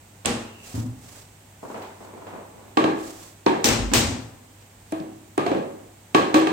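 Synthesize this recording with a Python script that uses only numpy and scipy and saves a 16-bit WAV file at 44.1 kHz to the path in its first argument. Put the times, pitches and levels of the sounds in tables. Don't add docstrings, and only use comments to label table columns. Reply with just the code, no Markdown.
import sys
import numpy as np
from scipy import signal
from scipy.fft import rfft, irfft, next_fast_len
from scipy.io import wavfile
from scipy.ndimage import uniform_filter1d, map_coordinates

SR = 44100
rng = np.random.default_rng(int(sys.argv[2]) if len(sys.argv) > 2 else 0)


def generate_wav(signal):
    frames = np.transpose(np.atleast_2d(signal))
    scaled = np.clip(frames, -1, 1) * 32767
    pcm = np.round(scaled).astype(np.int16)
    wavfile.write(sys.argv[1], SR, pcm)


N = 287532
CLOCK = np.arange(N) / SR
T, HZ = np.arange(SR) / SR, np.fft.rfftfreq(SR, 1 / SR)
HEAD = 512


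def amp(db):
    return 10 ** (np.asarray(db) / 20)

def unit(x):
    return x / np.sqrt(np.mean(x ** 2) + 1e-20)

def along(points, hz):
    point_hz, values = np.transpose(points)
    return np.interp(np.log(hz + 1), np.log(point_hz + 1), values)

def pan(db):
    return amp(np.array([[db], [-db]]) / 2)

def delay_left(lag_s):
    return np.exp(-2j * np.pi * HZ * np.array([[lag_s], [0]]))

def wobble(rate_hz):
    return map_coordinates(rng.standard_normal(int(N * rate_hz / SR) + 4), [CLOCK * rate_hz])

def lifts(resonances):
    return sum(db / (1 + (2 * (HZ - hz) / width) ** 2) for hz, width, db in resonances)

def tilt(slope, corner_hz):
    return slope * np.log2(1 + (HZ / corner_hz) ** 2) / 2

def impact(db):
    cepstrum = irfft(np.log(amp(db) + 1e-6))
    cepstrum[1:SR // 2] *= 2
    cepstrum[SR // 2 + 1:] = 0
    return np.exp(rfft(cepstrum))

def ring(modes, lag_s, attack_s):
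    tones = sum(amp(db + rng.normal(0, 1) - 60 * T / fade_s) * np.sin(2 * np.pi * hz * T)
                for hz, db, fade_s in modes)
    return rfft(tones * (1 - np.exp(-T / attack_s))) * delay_left(lag_s)

def even(x, width_hz):
    spectrum = rfft(x)
    power = np.abs(uniform_filter1d(np.abs(spectrum) ** 2, width_hz, axis=-1))
    return spectrum / np.sqrt(power + 1e-12)

def waveform(spectrum):
    return np.roll(irfft(spectrum), HEAD, axis=-1) * signal.windows.tukey(SR, HEAD / SR)

def add(track, start_s, spectrum):
    part = track[:, max(round(start_s * SR) - HEAD, 0):][:, :SR]
    part += waveform(spectrum)[:, :part.shape[1]]

# frequency_hz, likeness (1 = the same)
STEREO_LIKENESS = [(60, 0.99), (160, 0.95), (320, 0.9), (600, 0.29), (1100, 0.046), (2000, 0.1),
                   (16000, 0.038)]
def diffuse(pair, hz):
    turn = np.arccos(np.clip(along(STEREO_LIKENESS, hz), -1, 1)) / 2
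    mid, side = pair[0] * np.cos(turn), pair[1] * np.sin(turn)
    return np.array([mid + side, mid - side])

# frequency_hz, fade_s
ROOM_ECHO = [(60, 0.53), (300, 0.71), (1000, 0.72), (3000, 0.54), (8000, 0.52), (15000, 0.24)]
def path(direct_db, lag_s, scatter=0.14, scatter_s=0.023, build_s=0.0069):
    crack = scatter * rng.standard_normal((2, SR)) * amp(-60 * T / scatter_s)
    crack[:, 0] += 1
    hz, t, bands = signal.stft(rng.standard_normal((2, SR)), SR, nperseg=256)
    fade = amp(-60 * t / along(ROOM_ECHO, hz)[:, None])
    tail = signal.istft(bands * fade, SR, nperseg=256)[1][:, :SR]
    echo = diffuse(even(tail * (1 - np.exp(-T / build_s)), width_hz=90), HZ)
    return (amp(direct_db) * even(crack, width_hz=700) + echo) * delay_left(lag_s)

def in_room(x, direct_db):
    echo = waveform(path(direct_db, lag_s=0.00018))
    return signal.fftconvolve(x[None], echo / np.linalg.norm(echo[0]), axes=1)[:, HEAD:HEAD + N]

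def noise(colour):
    hz = np.fft.rfftfreq(N, 1 / SR)
    white = diffuse(rfft(rng.standard_normal((2, N))), hz)
    return unit(irfft(white * amp(along(colour, hz)), N))


# frequency_hz, level_db
AIR_COLOUR = [(20, -42), (45, -1.5), (75, -2.5), (115, 0.5), (250, -4.5), (450, -9), (850, -7.5),
              (1200, -13.5), (2200, -14), (5200, -21), (8200, -15), (10800, -27), (13500, -21),
              (16000, -23.5)]
def room_tone(air_db=-51.5, hum_hz=100, hum_db=-56):
    hum = np.sqrt(2) * np.sin(2 * np.pi * hum_hz * CLOCK)
    return amp(air_db) * noise(AIR_COLOUR) + amp(hum_db) * hum

def tick(db, hz, relative_width=0.74):
    band_db = -20 * np.log10(1 + (2 * (HZ - hz) / (relative_width * hz)) ** 2)
    return impact(db - 11 + band_db) * path(direct_db=7.5, lag_s=0.00003, scatter=0.26, scatter_s=0.015)

# frequency_hz, level_db
CLAP_COLOUR = [(30, -44), (120, 3.5), (330, 7), (800, 4), (1400, 0), (2800, 2), (4500, -0.5), (8200, -3),
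               (10800, -21.5), (13500, -13), (16000, -20)]
# pitch_hz, level_db, fade_s
LID_TONES = [(223, -45, .7), (243, -44, .5), (336, -43, .5), (480, -45, .4), (545, -48, .45),
             (805, -42, .45), (1130, -48, .35), (1350, -53, .7), (1776, -55, .5), (2747, -54, .35),
             (2881, -53, .4)]
STEEL_TONES = [(2815, -20, .44), (4200, -15, .25), (4298, -17, .25), (5644, -8, .15), (6098, -3, .1),
               (7736, -15, .2)]
# start_s, level_db, brightness_db_per_octave, lid_ring_db, steel_ring_db, tick_db, tick_hz, pan_db
LID_SNAPS = [(.249, 12, -6.5, -1.5, -62, -20, 2970, -6), (0.2571, 17.5, -3.5, 2.5, -42, 13.5, 3100, 2.5),
             (0.2582, 5, -1, -1, -45, 15, 7980, 2), (3.643, 18.5, 2, 1, -12, 20.5, 6250, 6),
             (3.6574, 15, -5, 2.5, -13, 17, 5930, 12.5), (3.688, 18.5, -3, -28, -25, 14, 6000, 3.5),
             (3.917, 12.5, -8.5, 3, -63, -15, 3000, -6), (3.9364, 22, 1.06, -2, -25, 16.5, 7040, 5.5),
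             (3.954, 3, 4, -4, -34, -9, 2100, -4)]
def lid_snaps(catch_pan_db=-5.5):
    out = np.zeros((2, N))
    for start_s, db, bright, lid_db, steel_db, tick_db, tick_hz, pan_db in LID_SNAPS:
        clap = amp(db - 2.5) * impact(along(CLAP_COLOUR, HZ) + tilt(bright, corner_hz=1500))
        lid = amp(lid_db - 6) * ring(LID_TONES, lag_s=0.00011, attack_s=0.011)
        steel = amp(steel_db - 8) * ring(STEEL_TONES, lag_s=0.00002, attack_s=0.00026)
        catch = tick(tick_db + 1, tick_hz, relative_width=0.41) * pan(catch_pan_db)
        room = path(direct_db=-8, lag_s=0.00002, scatter=0.31, scatter_s=0.034)
        add(out, start_s, (clap * (room + lid) + steel + catch) * pan(pan_db))
    return out

# frequency_hz, level_db
THUMP_COLOUR = [(25, -32), (36, -27), (48, -10.5), (110, -1.5), (175, -10), (260, -0.5), (350, -13.5),
                (500, -20.5), (1000, -24), (4000, -51)]
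# pitch_hz, width_hz, boost_db
DRUM_RESONANCES = [(49.4, 6.4, 9.4), (79, 10, 7.1), (116, 14.6, 6.1), (244, 7, 2.3), (250.5, 30, 4.7),
                   (295, 14, 2.7)]
# start_s, level_db, drum_boom_db, floor_rumble_db
DRUM_THUMPS = [(.262, 16, 9, 1), (0.743, 25, 6.5, -21), (0.779, 22, 7, -8), (3.648, 29, -7.5, -6),
               (3.685, 22, 6.5, 13), (3.79, 24, -1, 17), (3.917, 31.5, -16, 3), (3.956, 23, 12, 12),
               (4.078, 26.5, 1.5, -11)]
def drum_thumps(boom_hz=112, rumble_hz=50):
    out = np.zeros((2, N))
    drum = along(THUMP_COLOUR, HZ) + lifts(DRUM_RESONANCES)
    for start_s, db, boom_db, rumble_db in DRUM_THUMPS:
        weight = lifts([(boom_hz, 75, boom_db), (rumble_hz, 28, rumble_db)])
        add(out, start_s, amp(db) * impact(drum + weight) * path(direct_db=-6, lag_s=0.00026))
    return out * pan(0.75)

# time_s, pitch_hz, level_db
HINGE_SQUEAK = [(.4, 2850, -61), (.49, 2856, -54.5), (.59, 2760, -53), (.64, 2680, -51), (.68, 2620, -73)]
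def hinge(slip_rate_hz=420, roughness=0.055):
    time_s, hz, db = np.transpose(HINGE_SQUEAK)
    pitch = np.interp(CLOCK, time_s, hz) * (1 + roughness * wobble(slip_rate_hz))
    squeak = np.sqrt(2) * np.sin(2 * np.pi * np.cumsum(pitch) / SR)
    loudness = amp(np.interp(CLOCK, time_s, db, left=-120, right=-120))
    return in_room(squeak * loudness, direct_db=0)

def strokes(rows, rise_s, fall_s):
    loudness = np.zeros(N)
    for start_s, length_s, db in rows:
        before_s = np.maximum(start_s - CLOCK, 0)
        after_s = np.maximum(CLOCK - start_s - length_s, 0)
        loudness += amp(db - 20 * before_s / rise_s - 20 * after_s / fall_s)
    return loudness

# frequency_hz, level_db
CLOTH_COLOUR = [(200, 2.5), (700, 4.5), (1500, -2.5), (4000, -3), (8000, 0), (10800, -10.5), (14000, -8),
                (16000, -10)]
# start_s, length_s, level_db
SLEEVE_BRUSHES = [(.675, 0.13, -46), (1.05, 0.06, -54), (1.175, .01, -48.5), (1.65, 0.17, -57.5),
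                  (2.03, .02, -60), (3.0, 0.28, -51), (3.08, 0.037, -52.5)]
def sleeve(snag_db=2, snag_rate_hz=90):
    snags = amp(2.5 + snag_db * wobble(snag_rate_hz))
    return snags * strokes(SLEEVE_BRUSHES, rise_s=0.096, fall_s=0.13) * noise(CLOTH_COLOUR)

# frequency_hz, level_db
BALL_COLOUR = [(50, -30), (200, 2), (450, 3.5), (900, 3.5), (1400, -6.5), (2500, -15), (5000, -31),
               (11000, -55), (16000, -45)]
# start_s, level_db, brightness_db_per_octave
BALL_CLACKS = [(1.6294, 13, -7.5), (1.702, 12.5, -6.5), (1.7444, 14, 1.5), (1.82, 5.5, 7),
               (2.0057, 5.5, -1.5), (2.1336, 8, -12), (2.2685, 9.5, 2.5), (2.3356, 12.5, -4)]
# start_s, length_s, level_db
HAND_STIRS = [(1.64, .07, -32.5), (2.02, 0.22, -37), (2.335, 0.035, -33.5), (2.56, .14, -44)]
def balls(hits_per_s=80, stir_db=-7):
    out, ball = np.zeros((2, N)), along(BALL_COLOUR, HZ)
    for start_s, db, bright in BALL_CLACKS:
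        clack = amp(db - 5) * impact(ball + tilt(bright, corner_hz=970))
        add(out, start_s, clack * path(direct_db=-9, lag_s=0.00012, build_s=0.0017))
    hits = (rng.random(N) < hits_per_s / SR) * amp(rng.normal(0, 2.4, N))
    jostle = unit(signal.fftconvolve(hits, irfft(impact(ball)))[:N])
    jostle *= strokes(HAND_STIRS, rise_s=0.02, fall_s=0.13)
    return out + amp(stir_db) * in_room(jostle, direct_db=-2)

# frequency_hz, level_db
WOOD_COLOUR = [(30, -54), (60, -23), (120, -8.5), (220, -0.5), (380, 5), (600, -5), (1000, -8.5),
               (1450, -12.5), (2600, -16), (4200, -27.5), (8300, -31.5), (10800, -48.5), (14000, -40.5),
               (16000, -46)]
# pitch_hz, width_hz, boost_db
SLAT_RESONANCES = [(429, 53, -5), (507, 63, -0.5), (790, 170, 3.5), (1120, 31, 3.5), (1440, 170, -6.5),
                   (1634, 156, 3.5), (2030, 200, -1.5), (2450, 50, 3), (3030, 87, 0), (3250, 120, 5),
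                   (3570, 93, 4.5), (4120, 620, 7.5)]
# pitch_hz, level_db, fade_s
PLANK_TONES = [(431, -54, .5), (560, -54, .5), (764, -55, .5), (945, -53, .4), (1093, -51, .45),
               (1152, -48, .45), (1529, -55, .45), (1626, -56, .45), (1690, -55, .35), (2444, -54, .4),
               (2686, -54, .45)]
def strike(db, bright, spot_hz, spot_ring_db, spot_width_hz=150, spot_db=6, spot_fade_s=0.26):
    wood = along(WOOD_COLOUR, HZ) + lifts(SLAT_RESONANCES)
    spot = lifts([(spot_hz, spot_width_hz, spot_db)])
    bass = (1 - np.exp(-(HZ / 130) ** 2)) / (1 + (HZ / 260) ** 6)
    contact = tilt(bright, corner_hz=710) - (2.06 * bright + 5.1) * bass
    room = path(direct_db=-3, lag_s=0.00046, build_s=0.0042)
    planks = amp(-1.5) * ring(PLANK_TONES, lag_s=0.00043, attack_s=0.00091)
    spot_ring = ring([(spot_hz, spot_ring_db, spot_fade_s)], lag_s=0.00024, attack_s=0.00091)
    return amp(db - 2.5) * impact(wood + spot + contact) * (room + planks + spot_ring)

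# pitch_hz, level_db, fade_s
HOLLOW_TONES = [(319, 0, .6), (308, -12, .3), (334, -8, .22)]
# start_s, touch_db, weight_db, brightness_db_per_octave, hollow_ring_db, spot_hz, tick_db, tick_hz
WOOD_KNOCKS = [(2.772, 28.5, 31.5, -1, -12, 1140, 15, 2630), (2.8416, 29, 22.5, -2, -17.5, 1200, 9.5, 2700),
               (3.463, 28.5, 32.5, -1.56, -39, 922, 6.5, 3950), (4.9216, 9, 17.5, -1.6, -21, 660, -9, 9300),
               (5.0010, 0, 11.5, -8.5, -23.5, 636, -13, 4000),
               (5.3778, 23.5, 28, -2, -48, 1217, -3.5, 8300),
               (5.4636, 20.5, 23.5, -0.5, -38, 710, -7, 3000),
               (6.1472, 31.5, 33.5, 0, -14, 1126, 17.5, 2700),
               (6.3429, 29, 29.5, 1.5, -10, 1137, -0.5, 6500),
               (6.3560, 19, 25.5, -1.5, -12.5, 547, 4, 2500), (6.4710, 25, 23.5, -0.55, -24, 1183, 9, 2500)]
def knocks(edge_hz=1660, weight_delay_s=0.0026):
    out = np.zeros((2, N))
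    for start_s, touch_db, weight_db, bright, hollow_db, spot_hz, tick_db, tick_hz in WOOD_KNOCKS:
        body = amp(hollow_db - 3) * ring(HOLLOW_TONES, lag_s=0.00023, attack_s=0.0012)
        touch = strike(touch_db, bright, edge_hz, spot_ring_db=-52)
        add(out, start_s, touch + tick(tick_db, tick_hz) * pan(-5))
        weight = strike(weight_db, bright, spot_hz, spot_ring_db=-45.5)
        add(out, start_s + weight_delay_s, weight + body * pan(0.9))
    return out

def rattle(start_s=5.517, bounces=6, first_hop_s=0.032, shrink=0.68, first_db=26, loss_db=5.5):
    out, time_s = np.zeros((2, N)), start_s
    for k in range(bounces):
        add(out, time_s, strike(first_db - loss_db * k, bright=-4, spot_hz=545, spot_ring_db=-54))
        time_s += first_hop_s * shrink ** k
    return out

def scene():
    return room_tone() + lid_snaps() + drum_thumps() + hinge() + sleeve() + balls() + knocks() + rattle()

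# frequency_hz, difference_db
MIC_BALANCE = [(60, -0.5), (300, 0), (1500, 0), (4500, -3), (8000, -8), (13000, 1.5)]
def record(dry, top_hz=16100):
    size = next_fast_len(N + SR // 2)
    hz = np.fft.rfftfreq(size, 1 / SR)
    balance = amp(along(MIC_BALANCE, hz) * np.array([[1], [-1]]) / 2)
    clipped = np.clip(irfft(rfft(dry, size) * balance, size), -1, 1)
    return irfft(rfft(clipped) * (hz < top_hz), size)[:, :N]


dry = scene()
out = record(dry)
generate_wav(out)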